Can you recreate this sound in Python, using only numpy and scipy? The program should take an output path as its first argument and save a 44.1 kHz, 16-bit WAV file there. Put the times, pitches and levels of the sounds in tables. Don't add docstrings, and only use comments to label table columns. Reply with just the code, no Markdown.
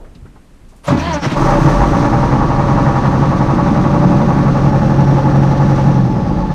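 import sys
import numpy as np
from scipy import signal
from scipy.fft import rfft, irfft
from scipy.io import wavfile

SR = 44100
rng = np.random.default_rng(int(sys.argv[2]) if len(sys.argv) > 2 else 0)


def digitize_waveform(pressure):
    field = np.atleast_2d(pressure).T
    bounded = np.clip(field, -1, 1)
    quanta = np.round(bounded * 32767).astype(np.int16)
    wavfile.write(sys.argv[1], SR, quanta)


N = 288414
TIME = np.arange(N) / SR

# (time [s], speed [rev/min])
SPEED_RPM = [(1.2, 328.7), (1.6, 646.4), (1.9, 1073.5), (2.1, 1246.0), (2.45, 1333.3), (2.9, 1318.5),
             (3.1, 1338.2), (4.3, 1365.1), (5.93, 1367.7), (6.25, 1081.0), (6.54, 850.8)]
CATCH_S, CATCH_RISE_S = 1.348, 0.031
GOVERN_S, GOVERN_TAKES_S, GOVERN_DB = 1.64, 0.81, -2.5
THINNING_DB_PER_S = -0.43
EASE_S, EASE_TAKES_S, EASE_DB = 5.9, 0.15, -6
FUEL_SWELL_S, FUEL_SWELL_WIDTH_S, FUEL_SWELL_DB = 2.82, 0.12, 1.5
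STACK_WARM_S, STACK_WARM_TAKES_S = 2.52, 0.66
BLOCK_WARM_S, BLOCK_WARM_TAKES_S = 3.73, 1.27

# (time [s], level [dB])
EXHAUST_DB = [(1.33, -15), (1.68, -12.3), (2.0, -15), (3.0, -15.5), (3.4, -14.5), (4.2, -12.5), (5.0, -15),
              (6.2, -15), (6.54, -19)]
# (frequency [Hz], relative level [dB])
STACK_COLOUR = [(15, -40), (30, -18.5), (55, -14), (95, -17), (125, -5.5), (200, -2.5), (255, -9),
                (330, -9.5), (400, -18), (600, -23.5), (1500, -49), (5000, -87)]
# (centre [Hz], width [Hz], lift over colour [dB])
COLD_STACK_MODES = [(35, 63, 12), (141, 16, 8), (189, 78, -2.5), (281.4, 26, 7.5), (327, 23, 5)]
# (centre [Hz], width [Hz], lift over colour [dB])
WARM_STACK_MODES = [(142.7, 12, 8.5), (177.6, 4.4, 12), (220, 37, 2), (292, 9.9, 2.2), (308, 87, 3.2)]

# (combustion knock [relative dB], piston slap [relative dB])
CYLINDERS = [(2, 1.8), (1.6, 1.8), (1, .6), (1, -.2), (-2.1, -2.3), (-2.6, -2.3)]
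# (frequency [Hz], relative level [dB])
BLOCK_COLOUR = [(150, -19), (300, -12), (450, 2), (700, -0.5), (1000, -3.5), (1300, -0.5), (1550, -7),
                (2000, -15), (2700, -20.5), (3500, -43), (6000, -38), (9000, -49.5), (15000, -76.5)]
# (centre [Hz], width [Hz], lift over colour [dB])
COLD_BLOCK_MODES = [(280, 25, 5.6), (575.5, 28, 17.1), (683, 42, 5.9), (801.6, 12, 12.5), (895, 167, 10.8),
                    (958, 53, 6.6), (1137, 136, 10.7), (1410, 430, 0.59), (1900, 450, 4.9)]
# (centre [Hz], width [Hz], lift over colour [dB])
WARM_BLOCK_MODES = [(550, 70, 12.9), (726, 15, 15), (803, 52, 11.2), (866, 49, 21.3), (1120, 27, 5.3),
                    (1738, 87, 11.6)]
KNOCK_DB, KNOCK_DB_PER_FUEL_DB = -15.5, 0.84
KNOCK_BRIGHT_HZ, KNOCK_BRIGHT_DB_PER_FUEL_DB = 1600, 0.61
COLD_SHARE_START, COLD_SHARE_END = 0.75, 0.34
LOPE_DB, LOPE_PHASE_CYCLES = 0.75, 0.13

# (centre [Hz], width [Hz], level at full fuel [dB])
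BOOMS = [(29.8, 12, -17), (48.3, 8.6, -11.5)]
# (multiple of cycle rate, level at top speed before cold rocking [dB])
UNEVEN_ORDERS = [(2, -32), (3, -34), (4, -30), (5, -33), (6, -35), (7, -34), (8, -26), (10, -26), (11, -30),
                 (13, -28), (16, -28), (18, -30), (21, -37), (25, -35), (26, -33), (29, -31), (31, -34)]
COLD_ROCKING_DB = 10
DRONE_HZ, DRONE_WIDTH_HZ, DRONE_COLD_DB, DRONE_WARM_GAIN_DB = 131.2, 22, -17, 8
DRONE_DB_PER_FUEL_DB = 0.49

# (frequency [Hz], relative level [dB])
HISS_COLOUR = [(600, -19.5), (1800, 8), (3000, 1), (3900, 1.5), (5000, -1.5), (6200, -1), (7500, -14.5),
               (8600, -13.5), (10000, -23), (11500, -36), (13200, -21), (15000, -35)]
HISS_DB, HISS_DB_PER_FUEL_DB = -36.5, 0.47
START_RUSH_DB = 3
HISS_COAST_DB_PER_S = -1.5

GEAR_TEETH = 38
GEAR_HZ, GEAR_WIDTH_HZ, GEAR_COLD_DB, GEAR_WARM_GAIN_DB = 872, 50, -40, 14.5

TURBO_S, TURBO_RISE_S, TURBO_DB, TURBO_DB_PER_FUEL_DB = 4.3, .4, -52, 0.46
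TURBO_HZ, TURBO_CREEP_HZ_PER_S, TURBO_SPEED_POWER = 5470, 190, .7

STARTER_ON_S, STARTER_OFF_S, STARTER_RISE_S, STARTER_FALL_S = .875, 1.158, 0.05, 0.08
WHINE_DB, HUM_DB, HUM_HZ, HUM_SAG_HZ_PER_S = -25, -25.5, 87.5, -42
WHINE_LOAD_S, WHINE_LOAD_WIDTH_S, WHINE_LOAD_DB = 1.138, 0.058, 5.5
TOOTH_HZ, SPURT_HZ, SPURT_S, SPURT_WIDTH_S = 278.4, 67.04, 1.073, 0.048
# (multiple of tooth rate, relative level [dB])
WHINE_ORDERS = [(1, -4), (2, -2), (3, 0), (4, -11), (5, -10), (6, -13), (7, -16), (8, -20), (9, -18),
                (10, -24)]
# (start [s], length before decay [s], shudder [dB], grinding [dB], rasp [dB])
GRINDS = [(0.833, 0.047, -50, -32.5, -41), (0.868, 0.019, -16.5, -23, -36), (0.906, 0.032, -14, -43, -49),
          (0.959, 0.21, -23.5, -26, -47), (1.214, 0.041, -19, -20, -38), (1.294, 0.034, -21.5, -23.5, -39)]
GRIND_RISE_S, GRIND_T60_S = 0.025, 0.3
# (frequency [Hz], relative level [dB])
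GRIND_COLOUR = [(200, -18), (450, -6), (600, -1.5), (750, -4), (900, 0), (1300, -5.5), (1600, -6.5),
                (2500, -13.5), (4000, -19), (8000, -36), (15000, -56)]
# (middle [s], level [dB], centre [Hz], width [Hz], spread in time [s])
RASPS = [(0.882, -40, 7300, 2930, 0.01), (0.878, -51, 12000, 1990, .008), (0.852, -47, 9800, 6000, 0.0092),
         (1.0, -36.5, 5860, 1600, 0.0092), (1.01, -30, 2470, 250, 0.015), (1.07, -37, 3150, 297, 0.03),
         (1.078, -38, 4340, 1780, 0.066), (1.145, -30, 6020, 1500, 0.011), (1.242, -32, 3200, 500, 0.012),
         (1.243, -34, 5660, 1900, 0.024), (1.247, -29, 1980, 500, 0.0097)]
# (time [s], thump [dB], knock [dB], t60 [s])
JOLTS = [(.878, -13, -10.5, 0.14), (0.902, -9, -17, 0.27), (0.941, -14, -24, 0.13), (1.261, -7, -25, 0.1),
         (1.314, -11, -31, 0.15), (1.368, -29, -25, 0.12), (1.419, -7, -10, 0.1), (1.458, -18, -14, 0.11),
         (1.652, -5.5, -30, 0.2)]

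# (time [s], level [dB], brightness [Hz], t60 [s])
TICKS = [(.0, -37, 490, 0.4), (.0, -30, 35.5, 0.76), (.044, -44.5, 1300, 0.17), (0.148, -43, 3500, 0.075),
         (.155, -37, 170, 0.25), (0.219, -30, 95, 0.18), (.254, -40.5, 1200, 0.085),
         (0.253, -28, 200, 0.088), (0.355, -42, 800, 0.13), (.356, -38, 220, 0.11), (.615, -35, 90, 0.089),
         (.685, -55, 6000, 0.25), (.72, -44, 600, 0.14), (.76, -56, 7950, 0.22)]
# (frequency [Hz], relative level [dB])
AIR_COLOUR = [(12, -23), (20, 7), (50, 5), (87, -4), (286, -7.5), (347, -14), (693, -20.5), (1390, -24.5),
              (5240, -36), (9110, -37), (12700, -45), (15000, -56.5)]
AIR_DB = -41.5
BAND_EDGE_HZ = 15100


def amp(db):
    return 10 ** (np.asarray(db) / 20)


def unit(x):
    return x / np.sqrt(np.mean(x ** 2) + 1e-20)


def curves(rows):
    times_s, *columns = np.transpose(rows)
    return [np.interp(TIME, times_s, column) for column in columns]


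def ramp(start_s, length_s):
    return np.clip((TIME - start_s) / length_s, 0, 1)


def bump(middle_s, width_s):
    return np.exp(-((TIME - middle_s) / width_s) ** 2 / 2)


def burst(start_s, t60_s):
    age_s = np.maximum(TIME - start_s, 0)
    return (1 - np.exp(-age_s / 0.0025)) * np.exp(-np.log(1000) * age_s / t60_s)


def add(mix, start_s, sound):
    part = mix[max(0, round(start_s * SR)):][:len(sound)]
    part += sound[:len(part)]


def wander(hz):
    f = np.fft.rfftfreq(N, 1 / SR)
    spectrum = rfft(rng.standard_normal(N))
    return unit(irfft(spectrum / (1 + (f / hz) ** 4), N))


def in_tune(hz, centre_hz, width_hz):
    return 1 / (1 + (2 * (hz - centre_hz) / width_hz) ** 2)


def colour(x, points, modes=(), size=16384):
    hz = np.fft.rfftfreq(size, 1 / SR)
    point_hz, point_db = np.transpose(points)
    db = np.interp(np.log(hz + 1), np.log(point_hz), point_db)
    for centre_hz, width_hz, lift_db in modes:
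        db = db + lift_db * in_tune(hz, centre_hz, width_hz)
    log_gain = np.r_[db, db[-2:0:-1]] * np.log(10) / 20
    response = np.fft.ifft(np.exp(np.conj(signal.hilbert(log_gain)))).real[:size // 2]
    return unit(signal.oaconvolve(x, response)[:N])


def brighten(x, hz, db):
    highpass = signal.butter(2, hz, "high", fs=SR, output="sos")
    return x + (amp(db) - 1) * signal.sosfiltfilt(highpass, x)


def blows(turn, levels_db, lag, decay, fresh, scatter_db, jitter_s, size=4096):
    count = len(levels_db)
    number = np.arange(int(turn[-1] * count))
    times_s = np.interp(number / count + lag, turn, TIME)
    periods_s = np.maximum(np.gradient(times_s), 1 / SR) * count
    own = rng.standard_normal((count, size))
    chance = rng.standard_normal((len(number), size + 2))
    fresh = np.clip(fresh, 0, 1)
    out = np.zeros(N)
    for k, time_s, period_s, z in zip(number, times_s, periods_s, chance):
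        rattle = np.sqrt(1 - fresh) * own[k % count] + np.sqrt(fresh) * z[2:]
        dying = np.exp(-TIME[:size] / (decay * period_s))
        gain = amp(levels_db[k % count] + scatter_db * z[1])
        add(out, time_s + jitter_s * z[0], gain * dying * rattle)
    return out


def cycles():
    cycle_hz = curves(SPEED_RPM)[0] / (2 * 60)
    return np.cumsum(cycle_hz * (TIME > SPEED_RPM[0][0])) / SR


def speed():
    rpm = curves(SPEED_RPM)[0]
    return rpm / rpm.max()


def fuel():
    governed_db = GOVERN_DB * ramp(GOVERN_S, GOVERN_TAKES_S)
    swell_db = FUEL_SWELL_DB * bump(FUEL_SWELL_S, FUEL_SWELL_WIDTH_S)
    thinning_db = THINNING_DB_PER_S * np.maximum(TIME - GOVERN_S, 0)
    return governed_db + swell_db + thinning_db + EASE_DB * ramp(EASE_S, EASE_TAKES_S)


def stack_warmth():
    return ramp(STACK_WARM_S, STACK_WARM_TAKES_S)


def block_warmth():
    return ramp(BLOCK_WARM_S, BLOCK_WARM_TAKES_S)


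def engine():
    turn, fuel_db = cycles(), fuel()
    fired = drone(turn, fuel_db) + exhaust(turn) + knock(turn, fuel_db) + valve_gear(turn, fuel_db)
    return ramp(CATCH_S, CATCH_RISE_S) * (fired + timing_gear(turn) + turbo(fuel_db))


def knock(turn, fuel_db):
    hits = blows(turn, np.ravel(CYLINDERS), lag=-.035, decay=.105, fresh=.3, scatter_db=.7, jitter_s=.00005)
    warm = block_warmth()
    cold_share = np.clip(COLD_SHARE_START + (COLD_SHARE_END - COLD_SHARE_START) * warm, 0, 1)
    cold_ring = colour(hits, BLOCK_COLOUR, COLD_BLOCK_MODES)
    warm_ring = colour(hits, BLOCK_COLOUR, WARM_BLOCK_MODES)
    ring = cold_share * cold_ring + (1 - cold_share) * warm_ring
    lope_db = LOPE_DB * (1 - warm) * np.cos(2 * np.pi * (turn - LOPE_PHASE_CYCLES))
    treble_db = KNOCK_BRIGHT_DB_PER_FUEL_DB * (fuel_db - np.median(fuel_db))
    level_db = KNOCK_DB + KNOCK_DB_PER_FUEL_DB * fuel_db + lope_db
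    return amp(level_db) * brighten(ring, KNOCK_BRIGHT_HZ, treble_db)


def exhaust(turn):
    puffs = blows(turn, np.zeros(len(CYLINDERS)), lag=0.0308, decay=0.11, fresh=0.88,
                  scatter_db=0.1, jitter_s=0.00034)
    warm = stack_warmth()
    cold_roar = colour(puffs, STACK_COLOUR, COLD_STACK_MODES)
    warm_roar = colour(puffs, STACK_COLOUR, WARM_STACK_MODES)
    return amp(curves(EXHAUST_DB)[0]) * ((1 - warm) * cold_roar + warm * warm_roar)


def drone(turn, fuel_db):
    firings = len(CYLINDERS) * turn
    firing_hz = np.gradient(firings) * SR
    boom = sum(amp(db + fuel_db) * in_tune(firing_hz, centre, width) for centre, width, db in BOOMS)
    octave_db = DRONE_COLD_DB + DRONE_DB_PER_FUEL_DB * fuel_db + DRONE_WARM_GAIN_DB * block_warmth()
    octave_db = octave_db + .6 * wander(2.5)
    octave = amp(octave_db) * in_tune(2 * firing_hz, DRONE_HZ, DRONE_WIDTH_HZ)
    rocking_db = COLD_ROCKING_DB * (1 - stack_warmth())
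    lines = np.zeros(N)
    for order, db in UNEVEN_ORDERS:
        line_db = db + rocking_db / order + 0.97 * wander(3.1)
        lines += amp(line_db) * np.sin(2 * np.pi * (order * turn + rng.random()))
    shaking = speed() ** 2.8
    tones = boom * np.sin(2 * np.pi * firings) + octave * np.sin(2 * np.pi * 2 * firings)
    return np.sqrt(2) * (tones + shaking * lines)


def valve_gear(turn, fuel_db):
    eased = ramp(EASE_S, EASE_TAKES_S)
    hiss_db = HISS_DB + HISS_DB_PER_FUEL_DB * fuel_db
    hiss_db = hiss_db + START_RUSH_DB * (1 - ramp(GOVERN_S, GOVERN_TAKES_S))
    hiss_db = hiss_db + HISS_COAST_DB_PER_S * np.maximum(TIME - EASE_S, 0)
    ticks = blows(turn, np.zeros(2 * len(CYLINDERS)), lag=.05, decay=0.092, fresh=0.82,
                  scatter_db=1.0, jitter_s=0.00045)
    rush = (2.1 - 0.27 * eased) * rng.standard_normal(N)
    hiss = colour((1 + .4 * eased) * unit(ticks) + rush, HISS_COLOUR)
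    bright = brighten(hiss, 7000, 1.2 * (hiss_db - np.median(hiss_db)))
    revolution_db = 0.4 * np.cos(2 * np.pi * 2 * (turn - .26))
    cycle_db = 0.71 * eased * np.cos(2 * np.pi * (turn - .2))
    return amp(hiss_db + revolution_db + cycle_db + 0.88 * wander(32)) * bright


def timing_gear(turn):
    teeth = 2 * GEAR_TEETH * turn
    load = 1 + 0.6 * np.cos(2 * np.pi * (turn - .25))
    tone = np.sin(2 * np.pi * teeth + 0.15 * wander(25))
    mesh = tone * in_tune(np.gradient(teeth) * SR, GEAR_HZ, GEAR_WIDTH_HZ)
    level_db = GEAR_COLD_DB + GEAR_WARM_GAIN_DB * block_warmth() + 1.2 * wander(45)
    return amp(level_db) * load * mesh


def turbo(fuel_db):
    hz = (TURBO_HZ + TURBO_CREEP_HZ_PER_S * (TIME - TURBO_S)) * speed() ** TURBO_SPEED_POWER
    whistle = np.sqrt(2) * np.sin(2 * np.pi * np.cumsum(hz * (1 + .007 * wander(90))) / SR)
    level_db = TURBO_DB + TURBO_DB_PER_FUEL_DB * fuel_db + 2.5 * wander(11)
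    return ramp(TURBO_S, TURBO_RISE_S) * amp(level_db) * whistle


def starter():
    tooth_hz = TOOTH_HZ + SPURT_HZ * bump(SPURT_S, SPURT_WIDTH_S)
    teeth = np.cumsum(tooth_hz * (1 + .02 * wander(70))) / SR
    partials = np.zeros(N)
    for order, db in WHINE_ORDERS:
        partials += amp(db + 3 * wander(45)) * np.sin(2 * np.pi * (order * teeth + rng.random()))
    whine_db = WHINE_DB + WHINE_LOAD_DB * bump(WHINE_LOAD_S, WHINE_LOAD_WIDTH_S)
    hum_hz = HUM_HZ + HUM_SAG_HZ_PER_S * (TIME - STARTER_ON_S)
    hum = np.sqrt(2) * np.sin(2 * np.pi * np.cumsum(hum_hz) / SR)
    running = ramp(STARTER_ON_S, STARTER_RISE_S) * (1 - ramp(STARTER_OFF_S, STARTER_FALL_S))
    return running * (amp(whine_db) * unit(partials) + amp(HUM_DB) * hum) + grinding(teeth)


def grinding(teeth):
    tooth_pulse = 0.98 + np.exp(-(teeth % 1) / 0.5)
    scrape = rng.standard_normal(N) * tooth_pulse * amp(0.8 * wander(90))
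    shudder = colour(scrape, [(60, -9.5), (120, -7.5), (170, 7.5), (215, -4.0), (290, 2.5),
                              (420, -28.5), (1200, -70)])
    grind = colour(scrape, GRIND_COLOUR)
    rasp = colour(scrape, HISS_COLOUR)
    out = np.zeros(N)
    for start_s, length_s, shudder_db, grind_db, rasp_db in GRINDS:
        after_s = np.maximum(TIME - start_s - length_s, 0)
        held = ramp(start_s, GRIND_RISE_S) * np.exp(-np.log(1000) * after_s / GRIND_T60_S)
        out += held * (amp(shudder_db) * shudder + amp(grind_db) * grind + amp(rasp_db) * rasp)
    return out


def rasps():
    out = np.zeros(N)
    for middle_s, db, hz, width_hz, spread_s in RASPS:
        body = [(hz / 4, -25), (hz, 0), (hz * 2, -30)]
        band = colour(rng.standard_normal(N), body, [(hz, width_hz, 14)])
        out += amp(db) * bump(middle_s, spread_s) * band
    return out


def jolts():
    thump = colour(rng.standard_normal(N), [(50, -27), (130, 8.5), (200, -6.0), (300, 5),
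                                            (420, -12), (1200, -69)])
    clank = colour(rng.standard_normal(N), BLOCK_COLOUR, COLD_BLOCK_MODES)
    out = np.zeros(N)
    for start_s, thump_db, knock_db, t60_s in JOLTS:
        out += burst(start_s, t60_s) * (amp(thump_db) * thump + amp(knock_db) * clank)
    return out


def cab():
    out = amp(AIR_DB) * colour(rng.standard_normal(N), AIR_COLOUR)
    for start_s, db, hz, t60_s in TICKS:
        body = [(hz / 5, -14), (hz, 0), (hz * 1.4, -4), (hz * 2.2, -18), (hz * 16, -70)]
        out += amp(db) * burst(start_s, t60_s) * colour(rng.standard_normal(N), body)
    return out


def scene():
    return (engine() + starter() + rasps() + jolts() + cab())[None]


def record(dry):
    ceiling = .95
    rounded = dry / (1 + (dry / ceiling) ** 6) ** (1 / 6)
    lowpass = signal.firwin(511, BAND_EDGE_HZ, window=("kaiser", 9), fs=SR)
    return signal.oaconvolve(rounded, lowpass[None], "same")


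dry = scene()
out = record(dry)
digitize_waveform(out)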